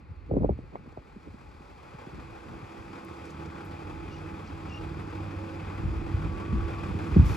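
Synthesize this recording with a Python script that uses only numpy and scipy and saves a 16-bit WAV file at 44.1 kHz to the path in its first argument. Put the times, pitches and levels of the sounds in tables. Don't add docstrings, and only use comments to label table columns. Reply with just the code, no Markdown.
import sys
import numpy as np
from scipy import signal
from scipy.fft import rfft, irfft, next_fast_len
from scipy.io import wavfile
from scipy.ndimage import uniform_filter1d

SR = 44100
rng = np.random.default_rng(int(sys.argv[2]) if len(sys.argv) > 2 else 0)


def store_wav(level_fs):
    pcm = np.round(np.clip(np.atleast_2d(level_fs), -1, 1) * 32767)
    wavfile.write(sys.argv[1], SR, pcm.T.astype(np.int16))


N = 324576
TIME = np.arange(N) / SR
SIZE = next_fast_len(N + 8192)
FREQS = np.maximum(np.fft.rfftfreq(SIZE, 1 / SR), 1)


def undb(db):
    return 10 ** (np.asarray(db) / 20)


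def unit(x):
    return x / np.sqrt(np.mean(x ** 2))


def curves(table):
    times, *columns = np.transpose(table)
    return [np.interp(TIME, times, column) for column in columns]


def spectra(table):
    hz, *columns = np.transpose(table)
    return [np.interp(np.log(FREQS), np.log(hz), column) for column in columns]


def noise():
    return rng.standard_normal((3, N))


def filtered(x, gain):
    return irfft(rfft(x, SIZE) * gain, SIZE)[..., :N]


def colour(x, table, modes=()):
    db = spectra(table)[0]
    for hz, width, boost in modes:
        db = db + boost / (1 + (2 * (FREQS - hz) / width) ** 2)
    return unit(filtered(x, undb(db)))


def bell(hz, sharpness):
    return 1 / (1 + (sharpness * np.log(FREQS / hz)) ** 4)


def walk(rate):
    steps = rng.standard_normal(N // 20)
    glide = np.interp(2 * rate * TIME, np.arange(len(steps)), steps)
    return unit(uniform_filter1d(glide, max(int(SR / rate / 2), 1)))


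def swell(start, length):
    return np.sqrt(np.maximum(np.sin(np.pi * np.clip((TIME - start) / length, 0, 1)), 0))


def shadow(start, length, db):
    return db * (1 - np.clip((TIME - start) / length, 0, 1))


def tone(turns, flutter, flutter_hz):
    sway = 1 + flutter * (walk(flutter_hz) + 1j * walk(flutter_hz)) / np.sqrt(2)
    return unit(np.real(sway * np.exp(2j * np.pi * (turns + rng.random()))))


# (t/s, four-stroke cycle rate f/Hz)
CYCLE_RATE = [(3.1, 6.38), (3.49, 6.4), (3.57, 6.31), (3.73, 6.3), (3.91, 6.31), (3.99, 6.39), (4.39, 6.41),
              (4.61, 6.37), (6.02, 6.41), (6.4, 6.49)]


def crank():
    return np.cumsum(curves(CYCLE_RATE)[0] * (1 + 0.00154 * walk(3))) / SR


# level/dB, before a random spread
CYLINDER_KNOCK = [4.85, 2.5, 3.1, 2.6, 6.2, 6]


def knocks(cycles, decay, smear_hz):
    firing = cycles * len(CYLINDER_KNOCK)
    index = firing.astype(int)
    spread_db = 3.9 * np.tanh(rng.standard_normal(N))[index]
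    size_db = np.array(CYLINDER_KNOCK)[index % len(CYLINDER_KNOCK)] + spread_db
    blows = undb(size_db) * np.exp(-(firing % 1) / decay)
    return unit(filtered(blows, 1 / (1 + (FREQS / smear_hz) ** 2)))


def rattle(x, depth_db, rate_hz, count):
    place = np.clip(2 * np.log2(FREQS / 400), 0, count - 1)
    out = 0
    for k in range(count):
        band = filtered(x, np.maximum(1 - np.abs(place - k), 0))
        out = out + band * undb(depth_db * walk(rate_hz))
    return out


# (t/s, level/dB before each layer's gain)
ENGINE_LEVEL = [(0.0, -75), (1.3, -67.5), (1.75, -63.5), (2.0, -59), (3.85, -56), (5.54, -54.5),
                (5.63, -53.5), (6.32, -53.5), (7.2, -50.5)]


def engine_level():
    return curves(ENGINE_LEVEL)[0]


# (f/Hz, width f/Hz, boost level/dB)
PANELS = [(551, 16, -4.5), (650, 80, -4.5), (836, 99, 6), (1086, 13, 5.5), (1173, 78, 2.5), (1303, 54, 3.5),
          (1490, 110, 3), (2060, 37, 1.5), (2366, 29, 4.5), (2507, 190, 8), (3300, 550, 4), (4800, 120, 3)]
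# (f/Hz, relative level/dB)
CLATTER_COLOUR = [(250, -2.5), (450, 2.5), (700, 0.5), (950, -0.5), (1250, -2.5), (1750, -8.5), (2250, -10),
                  (2650, -14), (2950, -19), (3380, -20.5), (3800, -23.5), (4800, -26.5), (8000, -56.5)]


def clatter(knock, block_db):
    blows = rattle(noise() * (1 + 0.7 * knock), depth_db=1.0, rate_hz=22, count=8)
    return colour(blows, CLATTER_COLOUR, PANELS) * undb(block_db + 10.5)


# (f/Hz, relative level/dB)
VALVE_COLOUR = [(2500, -20), (3400, -2), (4000, -4), (4800, -1), (6100, -7), (7500, -7), (9000, -13),
                (11500, -15), (15000, -26)]
# (t/s, level/dB before the valve gain)
VALVE_LEVEL = [(0.0, -83.5), (2.0, -68), (3.21, -64.5), (3.31, -63), (3.33, -65.5), (6.58, -63.5),
               (7.2, -59)]


def valves(knock):
    ticking = noise() * (1 + 0.5 * knock)
    return colour(ticking, VALVE_COLOUR, PANELS) * undb(curves(VALVE_LEVEL)[0] + 0.5)


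# (f/Hz, relative level/dB)
BOOM_COLOUR = [(25, -23), (55, -9), (90, 4), (130, -2.5), (190, -2), (240, -5), (300, 0.5), (380, -5),
               (500, -11), (700, -52), (1500, -78.5)]
# (t/s, level/dB)
BOOM_LEVEL = [(0.0, -74), (1.9, -61.5), (2.45, -56), (3.1, -47.5), (4.1, -47), (5.6, -43), (6.4, -40.5),
              (7.3, -39)]


def boom(cycles):
    puffs = knocks(cycles, decay=0.4, smear_hz=90)
    lumps = noise() * (0.49 + puffs) * undb(0.81 * walk(9.7))
    return colour(lumps, BOOM_COLOUR) * undb(curves(BOOM_LEVEL)[0])


def engine_noise(cycles, block_db):
    knock = knocks(cycles, decay=0.95, smear_hz=111)
    return clatter(knock, block_db) + valves(knock) + boom(cycles)


# (multiple of the cycle rate, level/dB before the engine level and gain, starts to clear t/s)
EXHAUST_LINES = [(12, -45.5, 2.3), (15, -41, 3), (24, -46, 2.4), (26, -58, 2.2), (30, -50.5, 2),
                 (34, -55, 1.4), (42, -54.5, 1.4), (45, -56, 2.0), (48, -53, 2.6), (63, -58, 1.7)]
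PIPE_CLEAR_S, PIPE_SHADOW_DB = 1.04, -18.5


def exhaust(cycles, block_db):
    out = 0
    for multiple, db, clears in EXHAUST_LINES:
        line_db = db + shadow(clears, PIPE_CLEAR_S, PIPE_SHADOW_DB)
        out = out + undb(line_db) * tone(multiple * cycles, flutter=0.65, flutter_hz=7)
    return out * undb(block_db + 52)


# (t/s, f/Hz)
FAN_PITCH = [(2.2, 329.7), (2.28, 330.5), (2.46, 327.6), (2.61, 333.8), (3.44, 330.5), (3.72, 335.6),
             (4.38, 327.3), (4.77, 325.5), (5.04, 333.5), (5.23, 326), (6.5, 333.6)]


def fan(block_db):
    trailer_db = shadow(start=2.05, length=0.2, db=-29)
    cab_db = shadow(start=3.87, length=0.31, db=-4)
    throb = tone(np.cumsum(curves(FAN_PITCH)[0]) / SR, flutter=0.79, flutter_hz=16)
    return throb * undb(block_db + 9 + trailer_db + cab_db)


# (multiple of the cycle rate, level/dB at its loudest, loudest at t/s, spread t/s)
GEAR_HUM = [(84, -52, 5.45, 0.14), (132.5, -54.5, 4.14, 1.7), (176, -51, 6.6, 0.45), (198.7, -63, 4.1, 0.8)]


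def hum(cycles):
    out = 0
    for multiple, db, facing, spread in GEAR_HUM:
        nearness = 1 / (1 + ((TIME - facing) / spread) ** 2)
        out = out + undb(db) * nearness * tone(multiple * cycles, flutter=0.68, flutter_hz=20)
    return out


def gravel(block_db):
    clicks_per_s = 77
    clicks = (rng.random(N) < clicks_per_s / SR) * rng.standard_normal(N)
    return undb(block_db - 35) * unit(filtered(clicks, bell(6500, sharpness=2)))


# (f/Hz, relative level/dB)
YARD_COLOUR = [(25, -13.5), (75, -5), (150, -7), (300, -5), (450, -10), (700, -17.5), (1200, -13),
               (1750, -21), (2500, -18), (3200, -37.5), (4400, -28.5), (7000, -76), (15000, -54)]


def yard():
    return colour(noise(), YARD_COLOUR) * undb(-59.0 + walk(0.51))


# (f/Hz, relative level/dB)
BREEZE_COLOUR = [(20, -33), (45, 8), (75, 6), (130, -1.5), (250, -13), (450, -20.5), (900, -83.5)]
# (t/s, level/dB before gain and wavering)
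BREEZE_LEVEL = [(0.0, -51), (0.12, -57), (0.41, -38.5), (0.72, -56), (1.62, -58), (3.18, -69), (3.89, -52),
                (5.41, -53.5), (5.65, -53), (5.99, -43.5), (6.84, -44.5), (7.36, -37.5)]


def breeze():
    return colour(noise()[:2], BREEZE_COLOUR) * undb(curves(BREEZE_LEVEL)[0] + 5 + 2 * walk(6.1))


def gust(turbulence, start, length, db, edge_hz):
    shape = swell(start, length)
    puff = filtered(turbulence, 1 / (1 + (FREQS / edge_hz) ** 5)) * shape
    return undb(db) * puff * np.sqrt(np.sum(shape ** 2) / np.sum(puff ** 2, axis=1, keepdims=True))


# (start t/s, length t/s, level/dB, upper edge f/Hz)
GUSTS = [(0.094, 0.041, -38.5, 129), (0.292, 0.074, -32.5, 523), (0.36, 0.03, -26.5, 750),
         (0.401, .036, -33.5, 760), (0.438, 0.029, -33.5, 950), (0.509, 0.021, -38, 480),
         (0.63, .03, -49.5, 420), (0.725, 0.046, -43.5, 730), (1.255, 0.043, -45, 470),
         (2.116, 0.095, -41.5, 370), (2.282, 0.067, -46.5, 160), (2.467, 0.13, -44, 384),
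         (2.769, 0.064, -43, 150), (5.789, .025, -33, 150), (5.835, 0.087, -29.5, 140),
         (6.17, .04, -32, 130), (6.238, 0.026, -33, 123), (6.488, .04, -30, 140),
         (6.519, 0.061, -27.5, 270), (6.62, 0.058, -36.5, 109.3), (6.883, 0.041, -32.5, 228),
         (7.162, 0.085, -19.5, 228), (7.248, 0.073, -36, 290)]
WAKE_S, WAKE_DB, WAKE_EDGE = 0.081, -7, 0.41


def gusts():
    turbulence = filtered(noise()[:2], 1 / (1 + (50 / FREQS) ** 4) / np.sqrt(1 + FREQS / 120))
    out = 0
    for start, length, db, edge_hz in GUSTS:
        out = out + gust(turbulence, start, length, db, edge_hz)
        out = out + gust(turbulence, start + length, WAKE_S, db + WAKE_DB, edge_hz * WAKE_EDGE)
    return out


EDDY_SLOWING = 0.41


def eddy(start, hz, peak_turns):
    age = TIME[:SR // 2]
    rise = np.log1p(EDDY_SLOWING * hz * age / peak_turns) / EDDY_SLOWING
    swing = (rise * np.exp(1 - rise)) ** 2 * np.sin(2 * np.pi * rise * peak_turns)
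    blunting = signal.butter(3, 2 * hz, fs=SR, output="sos")
    swing = signal.sosfiltfilt(blunting, swing)
    return np.pad(swing, (int(start * SR), N))[:N]


SHRED_RISE_S, SHRED_FALL_S = 0.0021, 0.0094


def shreds(start, hz):
    age = TIME[:SR // 4] - TIME[SR // 8]
    band = signal.butter(4, [hz / 5, hz], "band", fs=SR, output="sos")
    whirls = unit(signal.sosfilt(band, rng.standard_normal(len(age))))
    whirls = whirls * np.exp(-np.maximum(-age / SHRED_RISE_S, age / SHRED_FALL_S))
    return np.pad(whirls, (int(start * SR), N))[SR // 8:][:N]


# (start t/s, level/dB, starting pitch f/Hz, cycles to the peak)
EDDIES = [(.312, -21.5, 717, 1.9), (.319, -19.5, 194, 0.55), (.333, -21, 258, 0.68),
          (0.338, -21.5, 720, 1.44), (.354, -23.5, 550, 1.17), (0.3673, -16, 520, 0.75),
          (0.375, -21, 508, 1), (.409, -21.5, 254, 0.9), (0.416, -21, 259, 0.69), (.433, -27, 1060, 1.4),
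          (0.4456, -14.5, 740, 0.7), (0.454, -22, 108, 0.74), (.4925, -15, 800, 1.26),
          (0.501, -22, 173, 0.76), (.589, -28, 510, 0.44), (0.7561, -27.5, 1190, 0.58),
          (.794, -40.5, 420, 1.1), (0.86, -40.5, 520, 0.95), (0.875, -35, 380, 0.76),
          (0.925, -43.5, 720, 1.1), (0.974, -28.5, 760, 0.62), (0.981, -33, 152, 0.47),
          (1.161, -36, 390, 1.7), (1.273, -38.5, 454, 1.2), (1.293, -41, 130, 1.3), (1.34, -40, 430, 1.43),
          (1.607, -39.5, 400, 0.57), (1.945, -37, 240, 1.04), (2.071, -31, 397, 0.63),
          (2.163, -37.5, 322, 1.26), (2.626, -37.5, 170, 1.3), (2.794, -43, 150, 1.5),
          (5.954, -21, 111, 1.13), (6.139, -20.5, 150, 0.81), (6.527, -21.5, 348, 0.99),
          (6.539, -21.5, 275, 1.16), (6.551, -24, 114, 1.07), (6.720, -35, 225, 1.32),
          (6.950, -21, 214, 0.74), (7.118, -18.5, 105, 0.77), (7.1646, -4.5, 308, 0.91),
          (7.178, -10, 140, 0.89), (7.1926, -8.5, 176.5, 0.93), (7.226, -14.5, 135, 0.96)]


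def eddies():
    out = 0
    for start, db, hz, turns in EDDIES:
        out = out + undb(db) * (eddy(start, hz, turns) + undb(-11) * shreds(start, hz))
    return out


WIND_LAG_S, WIND_UNLIKE = 0.00034, 0.38


def wind():
    air = breeze() + gusts()
    sides = np.array([[1], [-1]])
    lag = np.exp(-1j * np.pi * FREQS * sides * WIND_LAG_S)
    return filtered(air[0] + eddies(), lag) + WIND_UNLIKE * air[1] * sides


# (start t/s, level/dB before attack and decay, centre f/Hz, decay t/s)
CRACKS = [(0.756, -43.5, 1600, 0.0042), (0.921, -55, 4700, 0.003), (3.048, -38, 10400, 0.0016),
          (3.251, -49.5, 5670, 0.0065), (3.300, -49, 5360, 0.007), (3.457, -46, 4770, 0.0041),
          (3.645, -59, 11500, 0.014)]


def cracks():
    out = np.zeros(N)
    attack_s = 0.0049
    for start, db, hz, decay in CRACKS:
        age = np.maximum(TIME - start, 0)
        burst = unit(filtered(rng.standard_normal(N), bell(hz, sharpness=2)))
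        out += undb(db) * burst * (1 - np.exp(-age / attack_s)) * np.exp(-age / decay)
    return out


# (start t/s, length t/s, level/dB before roughness, lowest f/Hz before waver, sag as a share)
SQUEAKS = [(4.096, .068, -52, 2820, 0.003), (4.690, 0.083, -46.5, 2755, .06),
           (4.754, 0.04, -48, 2820, .015)]
SQUEAK_ECHO_S, SQUEAK_ECHO_DB = 0.0397, -13


def squeaks():
    out = 0
    waver = walk(260)
    grip = undb(3.5 * walk(75) - 1)
    for start, length, db, hz, sag in SQUEAKS:
        shape = swell(start, length)
        pitch = hz * (1 + 0.015 * waver + sag * (1 - shape))
        phase = 2 * np.pi * np.cumsum(pitch) / SR
        out = out + undb(db) * grip * shape ** 2 * (np.sin(phase) + 0.09 * np.sin(2 * phase))
    return out + undb(SQUEAK_ECHO_DB) * np.interp(TIME - SQUEAK_ECHO_S, TIME, out)


# (start t/s, length t/s, level/dB)
SCUFFS = [(4.104, .1, -65), (4.447, .06, -65), (4.675, 0.12, -63.5)]


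def scuffs():
    rough = rng.standard_normal(N) * undb(4.1 * walk(180))
    rasp = unit(filtered(rough, bell(4860, sharpness=4)))
    return rasp * sum(undb(db) * swell(start, length) for start, length, db in SCUFFS)


# (f/Hz, relative level/dB)
HISS_COLOUR = [(1500, 9), (3500, 0.5), (5800, 0.5), (8000, -8), (11500, -7), (15000, -13)]


def air_hiss():
    start_s, attack_s = 7.24, 0.021
    opening = np.clip((TIME - start_s) / attack_s, 0, 1)
    return colour(noise(), HISS_COLOUR) * undb(-46.5) * opening


# (f/Hz, left minus right level/dB, left lead in radians, likeness 0-1)
PORTS = [(60, -1.5, .1, .93), (250, -2.5, -.2, .9), (490, -9, 0, .62), (620, -1, 1.8, .8), (900, 2, 2, .85),
         (1060, 7, 1, .8), (1380, 0, 1, .75), (1800, 6, 1, .8), (2050, 0, .5, .8), (2600, 2, .8, .8),
         (3100, 6, .6, .75), (4500, 2, .4, .7), (7000, 1, -.4, .55), (8000, 0, -.6, .6),
         (9000, 0, -3.1, .95), (9900, 0, 0, .7), (12000, 0, .2, .7), (13100, 0, 3.1, .95),
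         (14500, 0, 1, .6)]


def ports(diffuse, direct):
    tilt_db, lead, likeness = spectra(PORTS)
    shared = filtered(diffuse[0], np.sqrt(likeness))
    separate = filtered(diffuse[1:], np.sqrt(1 - likeness))
    sides = np.array([[.5], [-.5]])
    gain = undb(sides * tilt_db)
    gain = gain / np.sqrt(np.mean(gain ** 2, axis=0))
    return filtered(direct + shared + separate, gain * np.exp(1j * sides * lead))


def scene():
    cycles = crank()
    block_db = engine_level()
    diffuse = engine_noise(cycles, block_db) + yard() + air_hiss()
    tones = exhaust(cycles, block_db) + fan(block_db) + hum(cycles)
    snaps = gravel(block_db) + cracks() + scuffs()
    return ports(diffuse, tones + squeaks() + snaps) + wind()


def record(dry):
    dry = signal.sosfilt(signal.butter(4, 36, "high", fs=SR, output="sos"), dry)
    return signal.sosfilt(signal.ellip(8, .2, 70, 15300, fs=SR, output="sos"), dry)


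dry = scene()
out = record(dry)
store_wav(out)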